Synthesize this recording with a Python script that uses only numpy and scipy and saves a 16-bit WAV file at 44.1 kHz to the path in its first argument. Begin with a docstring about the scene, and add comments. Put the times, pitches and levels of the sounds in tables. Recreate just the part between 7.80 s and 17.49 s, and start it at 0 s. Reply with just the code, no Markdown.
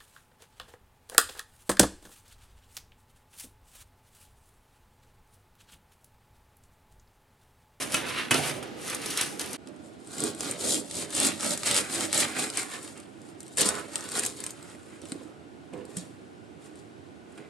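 """Sawing and tearing a crusty roll after the oven

A metal tray with baking paper scrapes and bangs out of an oven, made from noise ticks, struck modes and paper snaps.
Then, at a wooden board, a serrated knife saws a crusty roll and the crust is torn: hails of tiny cracks, with
blade and board tones. Single cracks are short bursts. Bread, knuckles and the knife land on the board as blows.
A phone with two ports hears both from close by in a small hard kitchen, over a low steady rumble of shaped noise."""
import sys
import numpy as np
from scipy import signal
from scipy.fft import rfft, irfft, next_fast_len
from scipy.io import wavfile

SR = 44100
rng = np.random.default_rng(int(sys.argv[2]) if len(sys.argv) > 2 else 0)


def to_wav(sig):
    """Store sig (one row per channel, or 1-D mono) as 16-bit WAV at the path in sys.argv[1].

    Samples outside -1..1 are clipped; the rate is SR.
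    """
    pcm = np.clip(np.atleast_2d(sig), -1, 1) * 32767
    pcm = np.round(pcm).astype(np.int16)
    wavfile.write(sys.argv[1], SR, pcm.T)  # frames by channels


N = 427329
SIZE = next_fast_len(N + SR)  # spare room at the end, for the tails
BINS_HZ = np.maximum(np.arange(SIZE // 2 + 1) * SR / SIZE, 1)
T = np.arange(N) / SR  # time in s

# Levels in the tables are those before the room and the final filters.

# knife strokes to and fro, then tearing of the crust from 5.77 s: (start_s, rise_s, hold_s, crust_db,
# blade_minus_crust_db, board_minus_crust_db, blade_favourite_hz, board_favourite_hz)
STROKES = [(2.308, 0.12, 0.053, -36, -3.5, 1.5, 1400, 312),
           (2.543, 0.071, 0.085, -38.5, -6.5, 3, 1700, 260), (2.736, 0.11, 0.13, -34, -11.5, -1, 1990, 427),
           (3.063, 0.11, 0.051, -37.5, -7, 3, 2000, 232), (3.314, 0.062, 0.11, -28, -7.5, -6, 2010, 325),
           (3.561, 0.086, 0.085, -34, -3, -2, 1760, 283), (3.815, 0.06, 0.11, -27.5, -4, -8, 1980, 360),
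           (4.05, 0.1, 0.094, -34.5, -1.5, -1, 1840, 290), (4.316, 0.029, 0.091, -27.5, -4, -8, 1920, 380),
           (4.475, 0.11, 0.063, -35, 0, -3, 1840, 300), (4.729, 0.054, 0.0073, -31, -4, -10.5, 2050, 349),
           (4.869, 0.049, 0.046, -41.5, -0.5, -7, 1740, 300),
           (5.007, 0.031, 0.047, -48.5, -5, -3.5, 1760, 320),
           (5.773, 0.01, 0.044, -27, -4.5, -5, 1900, 403),
           (5.849, 0.0065, 0.011, -30.5, 0.5, -5, 1560, 420), (6.103, 0.023, 0.13, -47, 0, -3.5, 1700, 350),
           (6.267, 0.1, 0.024, -33.5, -4.5, -8, 1700, 396), (6.399, 0.035, 0.028, -36.5, -3, -7, 1670, 400),
           (6.543, 0.034, 0.12, -48, -2.5, -4, 1660, 345)]
# mitt, hands and crumbs brushing roll and board:
# (start_s, rise_s, hold_s, crust_db, blade_minus_crust_db, board_minus_crust_db)
TOUCHES = [(1.854, 0.0095, 0.0071, -62, 6, 15), (1.944, 0.053, 0.15, -65, -13, 10.5),
           (5.145, 0.019, 0.025, -56.5, 3.5, 3), (5.3, 0.13, 0.081, -61, -1, 2),
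           (5.56, 0.049, 0.12, -60, -6, -13), (5.919, 0.029, 0.027, -43, 3, 0),
           (6.734, 0.013, 0.17, -56, 0.5, -3), (6.95, 0.067, 0.17, -63, 2, -1),
           (7.192, 0.029, 0.17, -57, -2, 5.5), (7.42, .05, 0.021, -67, 7.5, 12),
           (7.921, 0.011, 0.036, -63.5, 11, 25), (8.02, 0.086, 0.058, -56.5, -3, 6),
           (8.16, 0.0064, 0.0063, -46.5, -8, -3), (8.79, 0.035, 0.037, -59.5, 0.5, -1),
           (8.945, 0.012, 0.021, -62.5, -6.5, 3), (9.458, 0.066, 0.024, -65.5, 6, 9),
           (9.566, 0.012, 0.0082, -64, 9, 15)]
# how fast treble, middle and bass die away when a movement stops: (treble, middle, bass), all in dB per s
STROKE_FALL_DB_S = (276.5, 179.5, 159)
TOUCH_FALL_DB_S = (158, 86, 95)
# colour of the breaking crust: (pitch_hz, level_db per Hz)
CRUST = [(1760, -32), (3000, -1.5), (3750, 1.5), (5080, 0.5), (6110, -3.5), (7070, 3.5), (9020, 4.5),
         (12200, -9.5), (12600, -38), (13000, -99)]
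# ringing tones of the blade and of the wooden board: (pitch_hz, level_db, t60_s)
BLADE_MODES = [(825, 1, 0.011), (1190, -4, 0.0092), (1435, 2.5, 0.0072), (1780, -3.5, 0.0078),
               (2136, 6, 0.0041), (2540, 3.5, 0.0051)]
BOARD_MODES = [(139, -15, 0.08), (199, -18, 0.032), (244, 2.5, 0.035), (276, -0.5, 0.073), (316, 9, 0.058),
               (410, 7.5, 0.06), (494, 11.5, 0.03), (584, 6.5, 0.054), (735, -14, 0.053),
               (907, -13.5, 0.028)]


def sawing_and_tearing():
    """The crust breaks in a hail of tiny cracks; the same movements shake blade and board."""
    strokes = np.array(STROKES)
    stroke_gains = movements(strokes[:, :6], STROKE_FALL_DB_S)
    touch_gains = movements(TOUCHES, TOUCH_FALL_DB_S)
    crust_gain, blade_gain, board_gain = np.hypot(stroke_gains, touch_gains)
    blade_hz, board_hz = strokes.T[6:]

    breaks = grains(per_s=900., spread_db=3.5, bed_db=5.5, t60=0.005, fill_db=-6.5, apart=0.31)
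    # blade layer delayed 3 ms so the two bands add without cancelling
    delayed = np.roll(breaks, SR // 300, axis=1)
    # the soft crumb passes only a smeared push down to the wood
    push = grains(per_s=520.0, spread_db=-0.5, bed_db=11.5, t60=0.039, fill_db=-14.5, apart=0)[0]

    crust = through((crust_gain * breaks, causal(CRUST)))
    saw = patchy(crust, split_hz=5400.0, shift_db=2.54, per_s=30.)
    saw += driven(blade_gain * delayed, BLADE_MODES, blade_hz, octave_db=13.8, shift_db=3.44, per_s=14.)
    saw += driven(board_gain * push, BOARD_MODES, board_hz, octave_db=7.6, shift_db=1.1, per_s=7.4)
    top_cut = signal.butter(16, 12500, fs=SR, output="sos")  # Hz
    return signal.sosfilt(top_cut, saw)


def driven(push, modes, near_hz, octave_db, shift_db, per_s):
    """Each movement favours the modes near one pitch; each mode's level also wanders at random."""
    stroke = np.maximum(np.searchsorted(np.transpose(STROKES)[0], T) - 1, 0)  # number of the latest movement
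    out = 0
    for hz, db, t60 in modes:
        pole = 1000. ** (-1 / t60 / SR) * np.exp(2j * np.pi * hz / SR)
        octaves_away = np.abs(np.log2(hz / near_hz))
        level_db = (db - octave_db * octaves_away)[stroke] + shift_db * wander(per_s)
        # this two-pole filter rings at hz and dies away over t60
        out = out + signal.lfilter([0, pole.imag], [1, -2 * pole.real, abs(pole) ** 2], push * undb(level_db))
    energy = sum(undb(2 * db) * t60 * SR / 4 / np.log(1000) for _, db, t60 in modes)
    return out / np.sqrt(energy)


# single crust cracks, loud and faint: (time_s, peak_db, deep_part_minus_peak_db)
CRACKS = [(1.8731, -37, -1), (1.887, -42, -9), (1.9624, -48, -9), (2.2024, -49, -9), (2.2734, -33, -16),
          (2.3175, -37, -12), (2.3485, -33, -19), (2.3825, -22, -8), (2.4037, -17, -16), (2.4385, -11, -18),
          (2.548, -31, -7), (2.607, -17, -10), (2.7117, -14, -17), (2.8479, -29, -15), (2.8742, -21, -14),
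          (2.8938, -15, -7), (2.944, -14.5, -9), (3.1116, -22, -9), (3.1542, -21, -14), (3.305, -26, -6),
          (3.3352, -27, -9), (3.3507, -17, -20), (3.401, -8, -16), (3.4484, -13.5, -9), (3.473, -22, -9),
          (3.503, -23, -9), (3.6077, -22.5, -1), (3.63, -22.5, 0.5), (3.7758, -18.5, -9), (3.833, -22, 0),
          (3.86, -16, -8), (3.8711, -20, -4), (3.912, -11.5, -0.5), (3.9442, -13, -6), (3.9646, -11, -1),
          (3.9769, -12.5, -0.5), (4.14, -24, -4), (4.157, -22, -13), (4.2085, -18, -3), (4.329, -11.5, -3),
          (4.3457, -13, -12), (4.3528, -21, -9), (4.3774, -12, -6), (4.4053, -15.5, -7.5), (4.411, -19, -6),
          (4.5689, -30, -4), (4.6244, -20, -3), (4.701, -21.5, -5), (4.7726, -11, -8), (5.0293, -30, -12),
          (5.1753, -39, -5), (5.2012, -35, -9), (5.417, -42, -9), (5.6048, -30.5, -9), (5.6305, -35.5, -7),
          (5.665, -40, -9), (5.6799, -35, -9), (5.7615, -37.5, -10.5), (5.7725, -13, -11.5),
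          (5.7845, -12, -14), (5.8008, -23, -12.5), (5.8086, -12.5, -7.5), (5.813, -11, -12),
          (5.8169, -9, -6), (5.8615, -13, -9), (5.889, -8.5, -11.5), (5.9524, -27, 0), (6.133, -31, -3),
          (6.157, -12.5, -6), (6.18, -28, -11), (6.208, -25.5, -6), (6.2408, -28, -9), (6.2893, -26.5, -3),
          (6.299, -31, -9), (6.3183, -23, -10), (6.371, -20, -9.5), (6.389, -17, -14), (6.3943, -12, -9),
          (6.4233, -30, -9), (6.436, -19.5, -12), (6.451, -16, -12), (6.463, -14, -11), (6.604, -21.5, -9),
          (6.6394, -20, -9), (6.6644, -20, -8.5), (6.7064, -26, -15), (6.8273, -36, -9), (6.8991, -39, -7),
          (7.2172, -34.5, -7), (7.2545, -36.5, -2), (7.3199, -20.5, -6.5), (7.9357, -42, -13),
          (7.9773, -48, -12), (8.053, -37, -11), (8.1695, -20, -12), (8.8428, -49, -6), (8.956, -45, -9),
          (9.5238, -48, -11), (9.5777, -40, -3)]
# colours of the sharp snap and of the deeper split: (pitch_hz, level_db per Hz)
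SNAP_OF_CRUST = [(2500, -29), (4200, -7), (6060, -2), (8390, 12.5), (10700, 0), (12300, -9), (13300, -51)]
SPLIT_OF_CRUST = [(530, -6), (1000, -2.5), (2000, 0), (4000, 4.5), (6000, 3), (9000, -35)]


def crust_cracks():
    """The crust gives way: each crack is a sharp snap together with a deeper split."""
    s, db, deep_db = np.transpose(CRACKS)
    splinter_t60_s = 0.009
    snap = blows(s, db, causal(SNAP_OF_CRUST), splinter_t60_s, fill_db=-9.5)
    split = blows(s, db + deep_db, causal(SPLIT_OF_CRUST), splinter_t60_s, fill_db=6.0)
    return snap + split


# bread, knife handle and knuckles landing on the board:
# (time_s, peak_db, sharp_edge_minus_peak_db, tumble_t60_s, contact_s)
KNOCKS = [(6.95, -44, 6, 0.024, 0.001), (7.222, -40, -14, .04, 0.0013), (7.236, -31, -20, 0.03, 0.00086),
          (7.32, -26, -11, 0.026, 0.002), (7.352, -32, -18, 0.024, 0.0015), (7.411, -35, -10, .04, .0012),
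          (7.453, -35.5, -18, .02, 0.0013), (7.936, -32.5, -6, 0.033, 0.00026),
          (7.967, -42, -24, .03, 0.0015), (8.008, -39, -7, 0.079, .0012),
          (9.578, -46.5, 7.5, 0.058, 0.0012), (9.6, -48, 3, 0.031, .0012)]


def board_knocks():
    """A landing wakes the board most near one pitch; a longer contact softens it; its sharp edge uses blade tones."""
    favourite_hz, octave_db = 290, 32  # modes lose this many dB per octave away from the favourite
    woken = [(hz, db - octave_db * abs(np.log2(hz / favourite_hz)), t60) for hz, db, t60 in BOARD_MODES]
    s, db, edge_db, t60, contact = np.transpose(KNOCKS)
    thud = blows(s, db, ring(woken), t60, fill_db=-15.0, contact=contact)
    edge = blows(s, db + edge_db, ring(BLADE_MODES), t60, fill_db=-7.0)
    return thud + edge


# the knife landing flat on the board, then one bounce: (time_s, peak_db)
LAID = [(8.169, -25), (8.181, -34)]
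# ringing tones of the whole knife: (pitch_hz, level_db, t60_s)
KNIFE_MODES = [(175, -1, 0.15), (1180, -10, 0.018), (1470, -10, 0.023), (3140, -6, 0.022), (5790, -21, 0.2),
               (5670, -16, 0.22), (6760, -14, 0.11), (7063, -20.5, .23), (7750, -21, .2), (8425, -34, .2),
               (8931, -28, 0.16), (9100, -5.5, 0.044)]


def knife_laid_down():
    """The knife is laid flat and bounces once; each hit sets its metal ringing."""
    s, db = np.transpose(LAID)
    return blows(s, db, ring(KNIFE_MODES), 0.011, fill_db=-2.0)


# pulls of the tray and rustles of its paper:
# (start_s, rise_s, hold_s, paper_db, rails_minus_paper_db, oven_body_minus_paper_db)
PULLS = [(-.03, 0.038, 0.017, -39.5, 1.5, -1.5), (.09, 0.061, 0.024, -34, 0, -3.5),
         (.2, 0.07, 0.077, -44, 7.5, -0.5), (.32, 0.064, 0.011, -41.5, 10.5, -18),
         (.506, 0.002, 0.045, -29.5, 0.5, -0.5), (.6, 0.029, 0.071, -38.5, 2.5, 0),
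         (.8, 0.027, 0.052, -57, 6.5, 11), (.98, 0.12, 0.035, -38, -0.5, -6),
         (1.17, 0.072, 0.07, -35.5, -5, -10.5), (1.31, 0.073, 0.041, -30, -4, -17),
         (1.585, 0.019, 0.0095, -37, -2.5, -6.5), (1.68, 0.075, .04, -35.5, -7.5, -8)]
# how fast a pull dies away once it stops: (treble, middle, bass), all in dB per s
PULL_FALL_DB_S = (174, 161, 76)
# colours of the baking paper, the rails and the oven body: (pitch_hz, level_db per Hz)
PAPER = [(2060, -2.5), (3500, 8), (4740, 10), (6650, 10.5), (7230, 8.5), (9340, 14), (10800, 10),
         (13300, -4), (14000, -10.5), (14500, -25)]
RAILS = [(610, -21.5), (910, -3), (1270, 0), (2170, 1), (2800, 0.5), (4300, -8), (7100, -25.5),
         (12100, -73)]
OVEN_BODY = [(35, -56.5), (60, 1.5), (140, 2), (204, -15), (253, -4), (655, -4.5), (718, -8), (900, -7.5),
             (1170, -29.5), (1980, -120)]


def tray_scraping():
    """Rails and paper rub in dense slips, which also shake the oven body."""
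    size = 2 * SR
    paper_gain, rails_gain, body_gain = (gain[:size] for gain in movements(PULLS, PULL_FALL_DB_S))
    slips = grains(per_s=700.0, spread_db=1.0, bed_db=4.0, t60=0.0096, fill_db=-12.0, apart=0.22, size=size)
    # rails layer delayed 3 ms so it adds to the paper without cancelling
    delayed = np.roll(slips, SR // 300, axis=1)
    paper = through((paper_gain * slips, causal(PAPER)))
    metal = through((rails_gain * delayed, causal(RAILS)), (body_gain * slips, causal(OVEN_BODY)))
    return patchy(paper, split_hz=5100.0, shift_db=2.6, per_s=20.56) + metal


# tray knocking on rails and rack: (time_s, ring_peak_db, clack_minus_ring_db, boom_minus_ring_db)
BANGS = [(0.1431, -14, -7, -35), (0.5094, -14, 3.5, -9.5), (0.5442, -18, -11.5, -8),
         (0.593, -35.5, -8, 9.5), (0.8269, -34, 2, -21), (1.3762, -35, 11, -33.5),
         (1.4115, -33, -22, -40.5), (1.5986, -36, -2, -18)]
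# ringing tones of the tray: (pitch_hz, level_db, t60_s), lowest first
TRAY_MODES = [(145.5, -6.5, 0.21), (263, -5, 0.49), (305, -3.5, 0.077), (590, -9, 0.46), (658, -12, 0.31),
              (727, -5, 0.067), (1240, -0.5, .15), (1360, 8.5, 0.061), (1750, 0.5, 0.054), (2440, -9, 0.04),
              (2580, 9, 0.074), (2960, 7, 0.087), (3147, 13, 0.037)]


def tray_bangs():
    """At every knock the sheet rings, rails and paper clack, and the six lowest tones of the sheet boom."""
    s, db, clack_db, boom_db = np.transpose(BANGS)
    ringing = blows(s, db, ring(TRAY_MODES), 0.03, fill_db=17.0)
    clack = blows(s, db + clack_db, causal(RAILS) + causal(PAPER), 0.071, fill_db=0.5)
    boom = blows(s, db + boom_db, ring(TRAY_MODES[:6]), 0.05, fill_db=38.0)
    return ringing + clack + boom


# snaps of the baking paper: (time_s, peak_db)
SNAPS = [(0.0246, -22), (0.121, -19.5), (0.144, -11), (0.512, -14.5), (0.5424, -12.5), (1.0786, -26),
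         (1.099, -21.5), (1.147, -20), (1.217, -26), (1.26, -19), (1.3054, -22), (1.374, -12.5),
         (1.4119, -11.5), (1.595, -17), (1.613, -21), (1.66, -28), (1.7105, -31), (1.731, -22.5)]


def paper_snaps():
    """Baking paper snaps: short bursts in the colour of the paper."""
    s, db = np.transpose(SNAPS)
    return blows(s, db, causal(PAPER), 0.03, fill_db=-8.0)


def movements(rows, falls_db_s):
    """Gains for treble, middle and bass: every movement rises, holds, falls and leaves a fainter, longer trickle."""
    rise_db = 17  # climb from the start of a movement to its full level
    trickle_db, trickle_fall_db_s = -14, 65
    power = np.zeros((3, N))
    for start, rise, hold, top_db, mid_db, low_db in rows:
        rise = max(rise, .002)
        # a faint climb begins before the start
        span = slice(max(int((start - 3 * rise) * SR), 0), int((start + rise + hold + 1) * SR))
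        climb_db = rise_db * np.minimum((T[span] - start) / rise - 1, 0)
        after = np.maximum(T[span] - start - rise - max(hold, 0), 0)  # s since the movement stopped
        fall = undb(-2 * np.outer(falls_db_s, after))
        fall = fall + undb(2 * (trickle_db - trickle_fall_db_s * after))
        levels_db = top_db + np.array([0, mid_db, low_db])
        power[:, span] += undb(2 * np.add.outer(levels_db, climb_db)) * fall
    return np.sqrt(power)


def grains(per_s, spread_db, bed_db, t60, fill_db, apart, size=N):
    """Random ticks of varied strength, each with a fresh tail of splinters, over an even bed of rubbing."""
    chance = rng.random((3, size))
    happens = chance[0] < per_s / SR
    strength = undb(-spread_db * np.log(chance[2] + 0.024))
    ticks = unit(happens * strength)
    sign = np.sign(chance[1] - .5)
    tail_power = signal.lfilter([1], [1, -1000. ** (-2 / t60 / SR)], ticks ** 2)
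    # the rubbing is spread over a width, so a share of it differs between the two ports
    mid, side = rng.standard_normal((2, size))
    hiss = mid + apart * side * np.array([[1], [-1]])
    hiss_gain = np.sqrt(undb(2 * fill_db) * tail_power + undb(2 * bed_db))
    return unit(ticks * sign + hiss_gain * hiss)


def burst(t60, fill_db):
    """One break: a sharp tick and a short tail of splinters."""
    t = T[:SR // 4]
    tail = undb(fill_db) * rng.standard_normal(len(t)) * 1000. ** (-t / t60)
    tail[0] = 1
    return tail


def blows(times, peak_db, body, t60, fill_db, contact=0.):
    """Each blow has its own burst, softened by the contact time, coloured by the body and set to its peak."""
    out = np.zeros(N + 2 * SR)
    for s, db, fade, soft in np.broadcast(times, peak_db, t60, contact):
        fade = max(fade, .002)
        cushion = np.hanning(max(int(soft * SR), 0) + 3)[1:-1]
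        force = np.convolve(burst(fade, fill_db)[:int(fade * SR) + 2], cushion)
        hit = signal.fftconvolve(force, body)
        i = int(s * SR)
        out[i:i + len(hit)] += undb(db) * hit / np.abs(hit).max()
    return out[:N]


def ring(modes):
    """A struck body answers with a sum of dying tones; energy 1."""
    t = T[:SR // 2]
    response = sum(undb(db) * np.sin(2 * np.pi * hz * t) * 1000. ** (-t / t60) for hz, db, t60 in modes)
    return response / np.sqrt(np.sum(response ** 2))


def causal(table, size=2048):
    """Short response with the table's colour that starts at once, by folding the cepstrum; energy 1."""
    log_spectrum = np.log(undb(over_hz(table)))
    cep = irfft(log_spectrum[::SIZE // (2 * size)][:size + 1])
    cep[1:size] *= 2
    cep[size + 1:] = 0
    response = irfft(np.exp(rfft(cep)))
    return response / np.sqrt(np.sum(response ** 2))


def through(*pairs):
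    """Sum of sounds, each convolved with its own response; silence fills up the rest."""
    out = np.zeros((2, N))
    for x, response in pairs:
        length = x.shape[1]
        out[:, :length] += signal.oaconvolve(x, response[None], axes=1)[:, :length]
    return out


def patchy(x, split_hz, shift_db, per_s):
    """The colour keeps changing: the parts below and above the split flicker each on its own."""
    low = signal.sosfilt(signal.butter(2, split_hz, fs=SR, output="sos"), x)
    high = x - low
    return low * undb(shift_db * wander(per_s)) + high * undb(shift_db * wander(per_s))


def wander(per_s):
    """Random levels joined by straight lines."""
    count = int(per_s * N / SR) + 2
    return np.interp(T, np.arange(count) / per_s, rng.standard_normal(count))


def undb(db):
    """Decibels to a plain gain."""
    return 10 ** (np.asarray(db) / 20)


def unit(x):
    """Scale to an RMS level of 1."""
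    return x / np.sqrt(np.mean(x ** 2))


def over_hz(table):
    """A (pitch_hz, value) table on the frequency bins."""
    hz, value = np.transpose(table)
    return np.interp(np.log(BINS_HZ), np.log(hz), value)


# difference between the two ports: (pitch_hz, left_minus_right_db)
PORT_DB = [(60, 4.5), (110, -3), (200, -7), (370, -10), (680, -9), (1260, -4.5), (2310, -1), (4250, -0.5),
           (7800, 2.5), (14300, 0.5)]
# how far the left port leads: (pitch_hz, lead in radians)
PORT_PHASE = [(30, -0.23), (260, -0.27), (860, 0.89), (3270, -0.14), (8000, 0.64), (12000, -0.68)]


def room(dry, t60, wet_db, per_s):
    """Each port has its own colour and lag, plus four random tails that blend in turn, so no single colour stays."""
    half = undb(over_hz(PORT_DB) / 2) * np.exp(.5j * over_hz(PORT_PHASE))
    ports = np.array([half, 1 / half])
    t = T[:SR // 2]
    turns = np.array([wander(per_s) for _ in range(4)])
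    heard = rfft(dry, SIZE)
    for share in turns / np.sqrt(np.sum(turns ** 2, axis=0)):
        tail = rng.standard_normal((2, len(t))) * 1000. ** (-t / t60) * (t > .001)
        tail = tail / np.sqrt(np.sum(tail ** 2) / 2)
        heard = heard + undb(wet_db) * rfft(tail, SIZE) * rfft(share * dry, SIZE)
    return irfft(heard * ports / np.abs(ports.mean(axis=0)), SIZE)[:, :N]


# background noise at the two ports: (pitch_hz, left_minus_right_db)
AIR_DB = [(60, -17.5), (110, -9), (200, -4), (370, -6), (680, -2), (1260, -1), (2310, 0), (4250, 1),
          (7800, 2), (14300, -0.5)]
# how alike the noise is at the two ports: (pitch_hz, likeness: 1 same, 0 unrelated, below 0 opposed)
AIR_ALIKE = [(60, -0.017), (130, 0.083), (290, 0.52), (630, -0.079), (1370, -0.29), (3000, 0.42),
             (6560, 0.48), (14300, 0.15)]
# colour of the background at the oven and at the board: (pitch_hz, level_db per Hz, only the shape counts)
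OVEN_AIR = [(30, -14), (296, 1), (534, -4), (592, -17), (806, -5), (1040, -22.5), (1190, -13),
            (6990, -29.5), (9040, -41), (14000, -42)]
KITCHEN = [(30, -48.5), (82, 1), (181, -7), (320, -1), (534, -13.5), (747, -12), (917, -19), (1330, -21.5),
           (1460, -16), (1600, -23.5), (2770, -27), (6310, -37), (8370, -35), (11700, -44.5), (14000, -76)]


def air(table, db):
    """Steady rumble and hiss from shaped noise, partly alike at the two ports, swelling a little."""
    alike = np.clip(over_hz(AIR_ALIKE), -.95, .95)
    mid, side = rfft(rng.standard_normal((2, SIZE))) * np.sqrt([1 + alike, 1 - alike])
    tilt = undb(over_hz(AIR_DB) / 2)
    spectrum = np.array([(mid + side) * tilt, (mid - side) / tilt]) * undb(over_hz(table))
    both = irfft(spectrum, SIZE)[:, :N]
    level = np.sqrt(np.mean(both.mean(axis=0) ** 2))
    return both / level * undb(db + 0.32 * wander(4.3))


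def scene():
    """The oven fades out fast, then the board fades in."""
    tray = tray_scraping() + tray_bangs() + paper_snaps()
    roll = sawing_and_tearing() + crust_cracks() + board_knocks() + knife_laid_down()
    oven = room(tray, t60=0.093, wet_db=-7.5, per_s=7.92) + air(OVEN_AIR, -42.5)
    counter = room(roll, t60=0.055, wet_db=-5.0, per_s=8.0) + air(KITCHEN, -48)
    edit_s, fade_out_s, fade_in_s = 1.772, 0.018, 0.017
    oven_gain = np.clip((edit_s - T) / fade_out_s, 0, 1)
    counter_gain = np.clip((T - edit_s) / fade_in_s, 0, 1)
    return oven * oven_gain + counter * counter_gain


def record(dry):
    """Deep bass is thinned below about 140 Hz and the sound ends at 14.4 kHz."""
    low_cut_hz, top_hz = 137.5, 14400
    thin = signal.sosfilt(signal.butter(2, low_cut_hz, "high", fs=SR, output="sos"), dry)
    return signal.sosfilt(signal.ellip(8, .2, 70, top_hz, fs=SR, output="sos"), thin)


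dry = scene()
out = record(dry)
to_wav(out)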